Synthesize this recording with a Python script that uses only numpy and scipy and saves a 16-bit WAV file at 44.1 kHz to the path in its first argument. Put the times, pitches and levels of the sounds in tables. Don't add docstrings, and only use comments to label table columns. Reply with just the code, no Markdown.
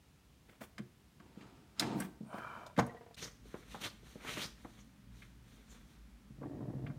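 import sys
import numpy as np
from scipy import signal
from scipy.fft import rfft, irfft, next_fast_len
from scipy.io import wavfile
from scipy.ndimage import map_coordinates

SR = 44100
rng = np.random.default_rng(int(sys.argv[2]) if len(sys.argv) > 2 else 0)


def generate_wav(signal):
    frames = np.transpose(np.atleast_2d(signal))
    scaled = np.clip(frames, -1, 1) * 32767
    pcm = np.round(scaled).astype(np.int16)
    wavfile.write(sys.argv[1], SR, pcm)


N = 307818
T = np.arange(N) / SR
MOVE_S = 3.162


def amp(db):
    return 10 ** (np.asarray(db) / 20)


def unit(x):
    return x / np.sqrt(np.mean(x ** 2) + 1e-20)


def add(mix, s, sound):
    part = mix[round(s * SR):][:len(sound)]
    part += sound[:len(part)]


def shaped(x, gain):
    size = next_fast_len(len(x))
    hz = np.fft.rfftfreq(size, 1 / SR) + 1
    return unit(irfft(rfft(x, size) * gain(hz), size)[:len(x)])


def coloured(x, points):
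    hz, db = np.transpose(points)
    return shaped(x, lambda f: amp(np.interp(np.log(f), np.log(hz), db)))


def resonant(x, peaks):
    def gain(f):
        return sum(amp(db) / (1 + ((f - hz) / (0.79 * width)) ** 2) for hz, width, db in peaks)
    return shaped(x, gain)


def swept(x, hz, width):
    turn = np.exp(2j * np.pi * np.cumsum(hz) / SR)
    lowpass = signal.butter(1, np.clip(width / 2, 5, 9000), fs=SR)
    return unit((turn * signal.filtfilt(*lowpass, x / turn)).real)


def level(s, db):
    return amp(np.interp(T, s, db, left=-140, right=-140))


def noise(size=N):
    return rng.standard_normal(size)


def grains(per_s, spread_db, smooth):
    sizes = amp(spread_db * np.minimum(rng.exponential(1, N), 4)) * rng.choice([-1, 1], N)
    contacts = unit(sizes * (rng.random(N) < per_s / SR))
    return unit(contacts + smooth * noise())


def flutter(hz, depth_db):
    sway = shaped(noise(), lambda f: 1 / (1 + (f / hz) ** 4))
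    return unit(amp(depth_db * sway))


def stroke(s, rise, hold, release):
    before = np.maximum(s - T, 0) / max(rise, .003)
    after = np.maximum(T - s - hold, 0) / max(release, .003)
    return amp(-20 * np.minimum(before + after, 10))


def dying(t60, rise):
    t = T[:SR // 2]
    return amp(-60 * t / max(t60, .005)) * (1 - np.exp(-t / max(rise, 1e-5)))


def blow(x):
    return x / np.sqrt(np.sum(x ** 2) / (SR / 100) + 1e-20)


def ring(modes, rise, detune):
    t = T[:SR // 2]
    chance = rng.standard_normal((len(modes), 2))
    out = np.zeros(len(t))
    for k, ((hz, db, t60), (weight, shift)) in enumerate(zip(modes, chance)):
        tone = np.sin(2 * np.pi * hz * (1 + detune * shift) * t)
        out += (-1) ** k * amp(db + 1.45 * weight) * dying(t60, rise) * tone
    return blow(out)


def burst(hz, octaves, t60, rise):
    band = shaped(noise(SR // 2), lambda f: np.exp(-.5 * (np.log2(f / hz) / octaves) ** 2))
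    return blow(band * dying(t60, rise))


def struck(hits, modes, crack_db, crack_hz, crack_octaves, crack_t60, rise):
    out = np.zeros(N)
    for s, db in hits:
        crack = amp(crack_db) * burst(crack_hz, crack_octaves, crack_t60, rise)
        add(out, s, amp(db) * (ring(modes, rise, detune=0.00057) + crack))
    return out


# (frequency [Hz], relative level [dB])
NEAR_AIR = [(15, -43), (25, -10), (39, -17), (59, -6), (130, -10.5), (149, -10), (427, -23.5), (516, -27),
            (2110, -32.5), (2760, -32.5), (7110, -38.5), (16000, -44.5)]
FAR_AIR = [(15, -41), (25, -27), (64, 3.5), (92, -33), (111, -12), (223, -4.5), (384, -26), (427, -16.5),
           (476, -39), (516, -23.5), (714, -26.5), (1840, -27), (16000, -42.5)]
NEAR_AIR_DB, FAR_AIR_DB = -64.15, -62
# (centre [Hz], nominal width [Hz], level [dB])
MACHINE_HUM = [(53.3, 7.9, -62), (117, 3.6, -69), (219, 99, -70)]


def air():
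    hum = sum(amp(db) * resonant(noise(), [(hz, width, 0)]) for hz, width, db in MACHINE_HUM)
    near_air = amp(NEAR_AIR_DB) * coloured(noise(), NEAR_AIR)
    far_air = amp(FAR_AIR_DB) * coloured(noise(), FAR_AIR)
    return np.where(T > MOVE_S, hum + far_air, near_air)


# (frequency [Hz], relative level [dB])
SCRAPE_COLOUR = [(59, -68), (100, 1), (239, 1), (323, -5), (492, -5), (813, -15), (1260, -6.5), (2460, -11),
                 (2630, -19), (3440, -13.5), (4810, -39), (5500, -49), (7150, -66), (12100, -120)]
HISS_COLOUR = [(2240, -8), (3800, -0.5), (4550, -5.5), (4830, -13), (6000, -3.5), (7920, -11.5), (9040, -8),
               (10500, -15), (15200, -15.5), (16000, -60)]


def coarse_scrape():
    return coloured(grains(1200, 1.9, .5), SCRAPE_COLOUR) * flutter(hz=39.7, depth_db=4.0)


def fine_hiss():
    return coloured(grains(5000, 1.7, 0.24), HISS_COLOUR)


# (full force from [s], hold [s], scrape level [dB])
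RUSTLES = [(3.472, 0.13, -66), (4.071, 0.055, -62.5), (4.6, 0.2, -68.5), (5.163, 0.073, -67),
           (5.486, 0.082, -68.5), (5.72, 0.011, -63.5), (5.903, .03, -73)]
RUSTLE_RISE_S, RUSTLE_RELEASE_S = 0.07, 0.18
RUSTLE_HISS_DB = -2.5


def clothes():
    texture = coarse_scrape() + amp(RUSTLE_HISS_DB) * fine_hiss()
    out = np.zeros(N)
    for s, hold, db in RUSTLES:
        out += amp(db) * stroke(s, RUSTLE_RISE_S, hold, RUSTLE_RELEASE_S) * texture
    return out


# (full force from [s], rise [s], hold [s], release [s], centre [Hz], level [dB])
SQUEALS = [(2.267, 0.046, 0.12, .04, 8900, -76), (3.227, 0.022, 0.018, 0.031, 5960, -48.5),
           (4.806, .03, .008, .03, 6450, -67), (5.704, 0.023, .015, 0.067, 6850, -65.5)]


def squeals():
    out = np.zeros(N)
    for *shape, hz, db in SQUEALS:
        out += amp(db) * stroke(*shape) * resonant(noise(), [(hz, 940, 0)])
    return out


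# (full force from [s], rise [s], hold [s], release [s],
# scrape level [dB], hiss level [dB], swish level [dB], swish centre [Hz])
SCUFFS = [(3.183, 0.034, 0.011, 0.058, -72, -56.5, -54, 3040),
          (3.226, 0.031, 0.018, 0.075, -49.5, -54, -53, 3900),
          (3.72, 0.081, 0.02, .16, -57.5, -59.5, -61, 2760),
          (3.813, .012, 0.011, 0.028, -59, -51.5, -60, 2210),
          (3.842, 0.018, 0.025, 0.035, -48, -48.5, -45.5, 3130),
          (4.29, 0.093, 0.051, 0.092, -49, -50.5, -46.5, 2550),
          (4.381, 0.027, 0.018, .04, -47.5, -53, -49, 1980),
          (4.417, 0.024, 0.024, 0.054, -48, -48.5, -46.5, 3900)]
SWISH_RISE_OCTAVES = 0.6


def swish():
    force, weighted_hz = np.zeros(N), np.zeros(N)
    for s, rise, hold, release, _, _, db, hz in SCUFFS:
        gain = amp(db) * stroke(s, rise, hold, release)
        progress = np.clip((T - s - hold / 2) / (hold + rise / 2), -1, 1)
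        force += gain
        weighted_hz += gain * hz * 2 ** (SWISH_RISE_OCTAVES * progress)
    grit = grains(2200, 4.1, 0.85) * flutter(hz=60, depth_db=2)
    return force * swept(grit, weighted_hz / force, width=2150)


def scuffs():
    scrape, hiss = coarse_scrape(), fine_hiss()
    out = swish()
    for *shape, scrape_db, hiss_db, _, _ in SCUFFS:
        out += stroke(*shape) * (amp(scrape_db) * scrape + amp(hiss_db) * hiss)
    return out


# (time [s], thump level [dB], slap level [dB], slap centre [Hz])
STEPS = [(3.455, -56.5, -78, 400), (3.542, -43, -46.5, 680), (3.7445, -50, -43.5, 610),
         (3.83, -50, -64, 350), (4.028, -56, -77, 418), (4.156, -46.5, -70, 413), (4.248, -53, -49, 590),
         (4.371, -44.5, -48.5, 500), (4.647, -45.5, -48.5, 614), (5.725, -71, -79, 394)]


def steps():
    out = np.zeros(N)
    for s, thump_db, slap_db, slap_hz in STEPS:
        add(out, s, amp(thump_db) * burst(237, 0.77, t60=0.0756, rise=0.00079))
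        add(out, s, amp(slap_db) * burst(slap_hz, 0.93, t60=0.09, rise=0.00039))
    return out


# (mode [Hz], relative level [dB], t60 [s])
PLYWOOD = [(130.8, -8, 0.27), (202, 2, 0.087), (301, 5, 0.046), (359.5, -4, 0.32), (459, 6, 0.072),
           (591, 7.5, 0.032), (669, 4, 0.066), (744, -3, 0.13), (984, -31, 0.051), (1148, -0.5, 0.067),
           (1176, -25, 0.075), (1430, -64, 0.045), (1582, 4, 0.042), (1940, -4.5, 0.057),
           (2109, 9.5, 0.032), (2380, -2.5, 0.089), (2650, -31, 0.05), (3150, -5, 0.11), (3430, -15, 0.041)]


def excited(centre_hz, octaves):
    modes = []
    for hz, db, t60 in PLYWOOD:
        loss_db = 10 / np.log(10) * (np.log2(hz / centre_hz) / octaves) ** 2
        modes.append((hz, db - loss_db, t60))
    return modes


def wood(thump_db, clack_db, clack_hz, thump_hz, joint_db):
    thump = ring(excited(centre_hz=thump_hz, octaves=0.46), rise=0.0016, detune=0.017)
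    panels = ring(excited(centre_hz=clack_hz, octaves=.8), rise=.0007, detune=.004)
    joints = burst(clack_hz, 0.66, t60=0.069, rise=.004)
    return amp(thump_db) * thump + amp(clack_db) * (amp(-7.5) * panels + amp(joint_db) * joints)


# (full speed from [s], rise [s], hold [s], release [s])
PUSH = (6.43, 0.058, 0.44, 0.22)
# (centre [Hz], nominal width [Hz], relative level [dB])
CARCASS = [(135.6, 27, 21), (198, 65, -7), (95, 30, -27)]
# (frequency [Hz], relative level [dB])
WHEEL_GRIT = [(140, -56), (230, 4), (333, 3), (465, -8), (613, -9), (965, -20.5), (1560, -31.5),
              (1880, -27), (2630, -64), (4000, -61), (5200, -72.5), (8800, -120)]
BOOM_DB, BOOM_GROWTH_DB_PER_S, WHEEL_GRIT_DB = -51, 18, -49
# (time [s], thump level [dB], clack level [dB], clack centre [Hz])
JOLTS = [(5.220, -63, -50, 2100), (6.303, -48.5, -61, 280), (6.381, -46, -59, 280),
         (6.416, -53, -43.5, 504), (6.430, -60, -44, 786), (6.554, -44, -58, 400), (6.607, -40, -47, 585),
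         (6.674, -43, -48, 400), (6.702, -52, -59, 700), (6.746, -38.5, -55, 350), (6.835, -41, -52, 300),
         (6.864, -51, -46.5, 1750), (6.899, -38, -51.5, 965)]


def cart():
    start, _, hold, _ = PUSH
    boom_db = BOOM_DB + BOOM_GROWTH_DB_PER_S * np.clip(T - start, 0, hold)
    boom = amp(boom_db) * resonant(grains(250, 5.1, 0.68), CARCASS)
    grit = amp(WHEEL_GRIT_DB) * coloured(grains(260, 2.5, .55), WHEEL_GRIT)
    out = stroke(*PUSH) * (boom + grit)
    for s, *jolt in JOLTS:
        add(out, s, wood(*jolt, thump_hz=128, joint_db=-7.5))
    return out


# (full force from [s], rise [s], hold [s], release [s],
# scrape level [dB], white hiss level [dB])
BRUSHES = [(0.495, 0.037, .025, 0.073, -64.5, -75), (0.613, 0.01, .031, 0.028, -55, -58.5),
           (1.99, 0.06, 0.063, 0.033, -58, -59), (2.37, 0.088, .02, .03, -62, -68)]


def hand_brushes():
    scrape = coarse_scrape()
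    out = np.zeros(N)
    for *shape, scrape_db, hiss_db in BRUSHES:
        out += stroke(*shape) * (amp(scrape_db) * scrape + amp(hiss_db) * noise())
    return out


# (time [s], level before trim [dB])
CATCH_CLICKS = [(.782, -58.5), (1.7958, -30.5), (1.7985, -55), (2.664, -57), (3.144, -59.5)]
# (mode [Hz], relative level [dB], t60 [s])
CATCH_MODES = [(3460, -1, 0.076), (3690, 13, 0.021), (3880, 3, 0.029), (4120, 9, 0.037),
               (4640, -2.5, 0.051), (5000, 14, 0.023), (6250, -13.5, 0.017), (6640, -27, 0.042),
               (6850, -2, 0.076), (8300, -3, 0.059), (9200, -8, 0.023), (12100, -20, 0.024)]


def catch():
    clicks = struck(CATCH_CLICKS, CATCH_MODES, crack_db=-3.0, crack_hz=4840, crack_octaves=0.87,
                    crack_t60=0.061, rise=0.0003)
    return amp(-1) * clicks


# (full force from [s], rise [s], hold [s], release [s],
# rumble level [dB], bearing hiss level at full force [dB])
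PULLS = [(1.22, 0.073, 0.037, 0.31, -63, -75), (1.42, .12, 0.018, 0.46, -60, -66),
         (1.799, 0.026, 0.15, 0.15, -40, -47.5)]
# (centre [Hz], nominal width [Hz], relative level [dB])
RUMBLE = [(135, 8, -3), (216, 71, -0.5), (305, 58, 2.5), (473, 180, -14), (700, 77, -10.5), (914, 100, -8),
          (1270, 2300, -38)]
# (frequency [Hz], relative level [dB])
BEARINGS = [(710, -24), (1200, 9.5), (1640, 2), (3010, -0.5), (5410, -7.5), (5900, -17), (6230, -9),
            (7910, -12.5), (11700, -31), (16000, -30)]
BEARING_SAG_DB_PER_S = 57
RUMBLE_LAG_S = 0.012


def shelf():
    rumble = resonant(grains(400, 2.4, 0.84), RUMBLE)
    hiss = coloured(grains(1100, 2.6, 0.98), BEARINGS)
    out = np.zeros(N)
    for s, rise, hold, release, rumble_db, hiss_db in PULLS:
        sag_db = BEARING_SAG_DB_PER_S * np.clip(T - s, 0, hold)
        out += amp(hiss_db - sag_db) * stroke(s, rise, hold, release) * hiss
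        out += amp(rumble_db) * stroke(s + RUMBLE_LAG_S, rise, hold, release) * rumble
    return out


# (time [s], level [dB])
LANDING = [(2.785, -28.5)]
# (mode [Hz], relative level [dB], t60 [s])
FRAME = [(79.5, -10, 0.13), (116, -4, 0.17), (238.3, -4.5, 0.25)]


def frame():
    out = np.zeros(N)
    for s, db in LANDING:
        add(out, s, amp(db) * ring(FRAME, rise=.004, detune=.005))
    return out


# (time [s], level before trim [dB])
CLINKS = [(2.0015, -34), (2.7755, -53), (2.7915, -44), (2.8020, -49), (2.865, -50)]
# (mode [Hz], relative level [dB], t60 [s])
STEEL = [(5800, -10, 0.1), (8120, 0, .03), (8250, -3, 0.051), (11200, -4, 0.054), (11680, -7, .03),
         (13800, -9, .06), (14400, -12, .035)]


def steel_clinks():
    clinks = struck(CLINKS, STEEL, crack_db=-0.5, crack_hz=9000, crack_octaves=0.58,
                    crack_t60=0.041, rise=.0002)
    return amp(-13.0) * clinks


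# (time [s], level before trim [dB])
PING = [(2.7962, -34.5)]
# (mode [Hz], relative level [dB], t60 [s])
PING_MODES = [(6550, 14, 0.021), (6800, -10, 0.075), (12300, -10, .03)]


def tool_ping():
    ping = struck(PING, PING_MODES, crack_db=-25, crack_hz=6940, crack_octaves=.8,
                  crack_t60=.02, rise=0.00033)
    return amp(-13.5) * ping


# (mode [Hz], relative level [dB], t60 [s])
JIG = [(459, 16.5, 0.068), (695, 13.5, 0.058), (794, -45.5, 0.083), (966, 8, 0.082), (1500, -24, 0.065),
       (1780, -1, 0.08)]
BAR = [(1920, -2, 0.055), (1990, -19, 0.076), (2850, -31, 0.1)]
ROCK_S, SWING_S, SWING_RATIO = 2.872, .074, .85
SECOND_TAP_S, SECOND_TAP_DB = .021, -5
ROCK_DB, ROCK_LOSS_DB = -49, 2.3
BAR_DB, BAR_LOSS_DB = -55, 4.5


def rocking(delay, db, loss_db, count):
    swing = np.arange(count)
    elapsed = SWING_S * (1 - SWING_RATIO ** swing) / (1 - SWING_RATIO)
    return zip(ROCK_S + delay + elapsed, db - loss_db * swing)


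def rocking_jig():
    first_taps = rocking(0, ROCK_DB, ROCK_LOSS_DB, count=5)
    second_taps = rocking(SECOND_TAP_S, ROCK_DB + SECOND_TAP_DB, ROCK_LOSS_DB, count=4)
    jig = struck([*first_taps, *second_taps], JIG, crack_db=-9.5, crack_hz=780, crack_octaves=1.24,
                 crack_t60=0.12, rise=0.0014)
    nudges = rocking(SECOND_TAP_S, BAR_DB, BAR_LOSS_DB, count=2)
    bar = struck(nudges, BAR, crack_db=-26, crack_hz=1980, crack_octaves=0.63, crack_t60=0.05, rise=0.004)
    return jig + bar


# (time [s], level before the layer gains [dB], centre of the rasp [Hz])
DRAG = [(2.24, -71, 572), (2.3, -57.5, 790), (2.336, -47.5, 724), (2.364, -48.5, 1140),
        (2.436, -47.5, 1340), (2.614, -49, 900), (2.722, -59, 615), (2.76, -78, 721)]
# (centre [Hz], nominal width [Hz], relative level [dB])
PANELS = [(646, 72, -2.5), (775, 91, -29), (984, 39, -5), (1210, 190, -14), (1410, 150, -5),
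          (1630, 150, -10.5), (2320, 31, 6.5), (3055, 80, 5.5)]
# (frequency [Hz], relative level [dB])
DRAG_GRIT = [(59, -46), (100, -2), (153, -4.5), (1360, -9.5), (2000, -22), (2370, -11), (2750, -23.5),
             (16000, -41.5)]


def box_drag():
    s, db, hz = np.transpose(DRAG)
    slips = grains(900, 2.5, .4) * flutter(hz=70, depth_db=2.2)
    speed = 1 + .012 * shaped(noise(), lambda f: 1 / (1 + (f / 12) ** 4))
    clock = np.cumsum(speed)
    panels = map_coordinates(resonant(slips, PANELS), [clock], order=3, mode="mirror")
    rasp = swept(panels, np.interp(T, s, hz), width=960)
    grit = coloured(noise(), DRAG_GRIT)
    return level(s, db) * (amp(-2.5) * rasp + amp(-8) * grit)


# (time [s], thump level [dB], clack level [dB], clack centre [Hz])
KNOCKS = [(0.6126, -51, -44.5, 750), (0.78, -57, -43.5, 1480), (0.790, -59, -44.5, 270),
          (0.799, -38.5, -62, 400), (1.199, -57, -56, 1140), (1.371, -48.5, -53.5, 320),
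          (1.409, -50.5, -57, 2000), (1.797, -59, -36, 1200), (1.8226, -57, -32, 1180),
          (1.925, -52.5, -45, 300), (1.954, -34, -53, 320), (2.002, -43, -39.5, 1110),
          (2.018, -42.5, -42.5, 1410), (2.045, -40.5, -50.5, 1420), (2.206, -41.5, -53, 380),
          (2.229, -45, -58, 430), (2.261, -49, -75, 1080), (2.340, -44.5, -41.5, 594),
          (2.381, -48.5, -43.5, 950), (2.764, -54, -49, 1900), (2.7755, -43, -36, 900),
          (2.7794, -26.5, -29.5, 533), (2.7862, -54, -22, 770), (2.792, -25.5, -26, 1050),
          (2.823, -43, -41, 900)]
TICK_DB, TICK_DB_PER_OCTAVE = -17.5, 8


def knocks():
    out = np.zeros(N)
    for s, thump_db, clack_db, clack_hz in KNOCKS:
        tick_db = clack_db + TICK_DB + TICK_DB_PER_OCTAVE * np.log2(clack_hz / 1000)
        tick = amp(tick_db) * burst(2400, 0.98, t60=0.051, rise=0.0015)
        add(out, s, wood(thump_db, clack_db, clack_hz, thump_hz=183, joint_db=-7) + tick)
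    return out


def room(x, wet_db, t60, treble_t60):
    size = SR // 2
    low = shaped(noise(size), lambda f: 1 / (1 + f / 3000)) * dying(t60, 0.0013)
    high = shaped(noise(size), lambda f: f / (f + 4000)) * dying(treble_t60, 0.0027)
    tail = .5 * low + high
    return x + amp(wet_db) * signal.fftconvolve(x, tail / np.linalg.norm(tail))[:N]


def scene():
    rubbing = clothes() + squeals() + scuffs() + hand_brushes()
    roomier = rubbing + steps() + cart()
    metal = catch() + steel_clinks() + tool_ping()
    close = metal + shelf() + frame() + rocking_jig() + box_drag() + knocks()
    far_mix = room(roomier, wet_db=-12.5, t60=0.5, treble_t60=0.48)
    close_mix = room(close, wet_db=-14.0, t60=0.46, treble_t60=0.32)
    return (air() + far_mix + close_mix)[None]


MIC_LOW_HZ, EDGE_HZ = 44.3, 15950


def record(dry):
    low_cut = signal.butter(3, MIC_LOW_HZ, "highpass", fs=SR, output="sos")
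    thinned = signal.sosfilt(low_cut, dry)
    dip = 1 - .9 * np.exp(-((T - MOVE_S) / .006) ** 2)
    band_limit = signal.firwin(511, EDGE_HZ, window=("kaiser", 9), fs=SR)
    return signal.oaconvolve(thinned * dip, band_limit[None], "same")


dry = scene()
out = record(dry)
generate_wav(out)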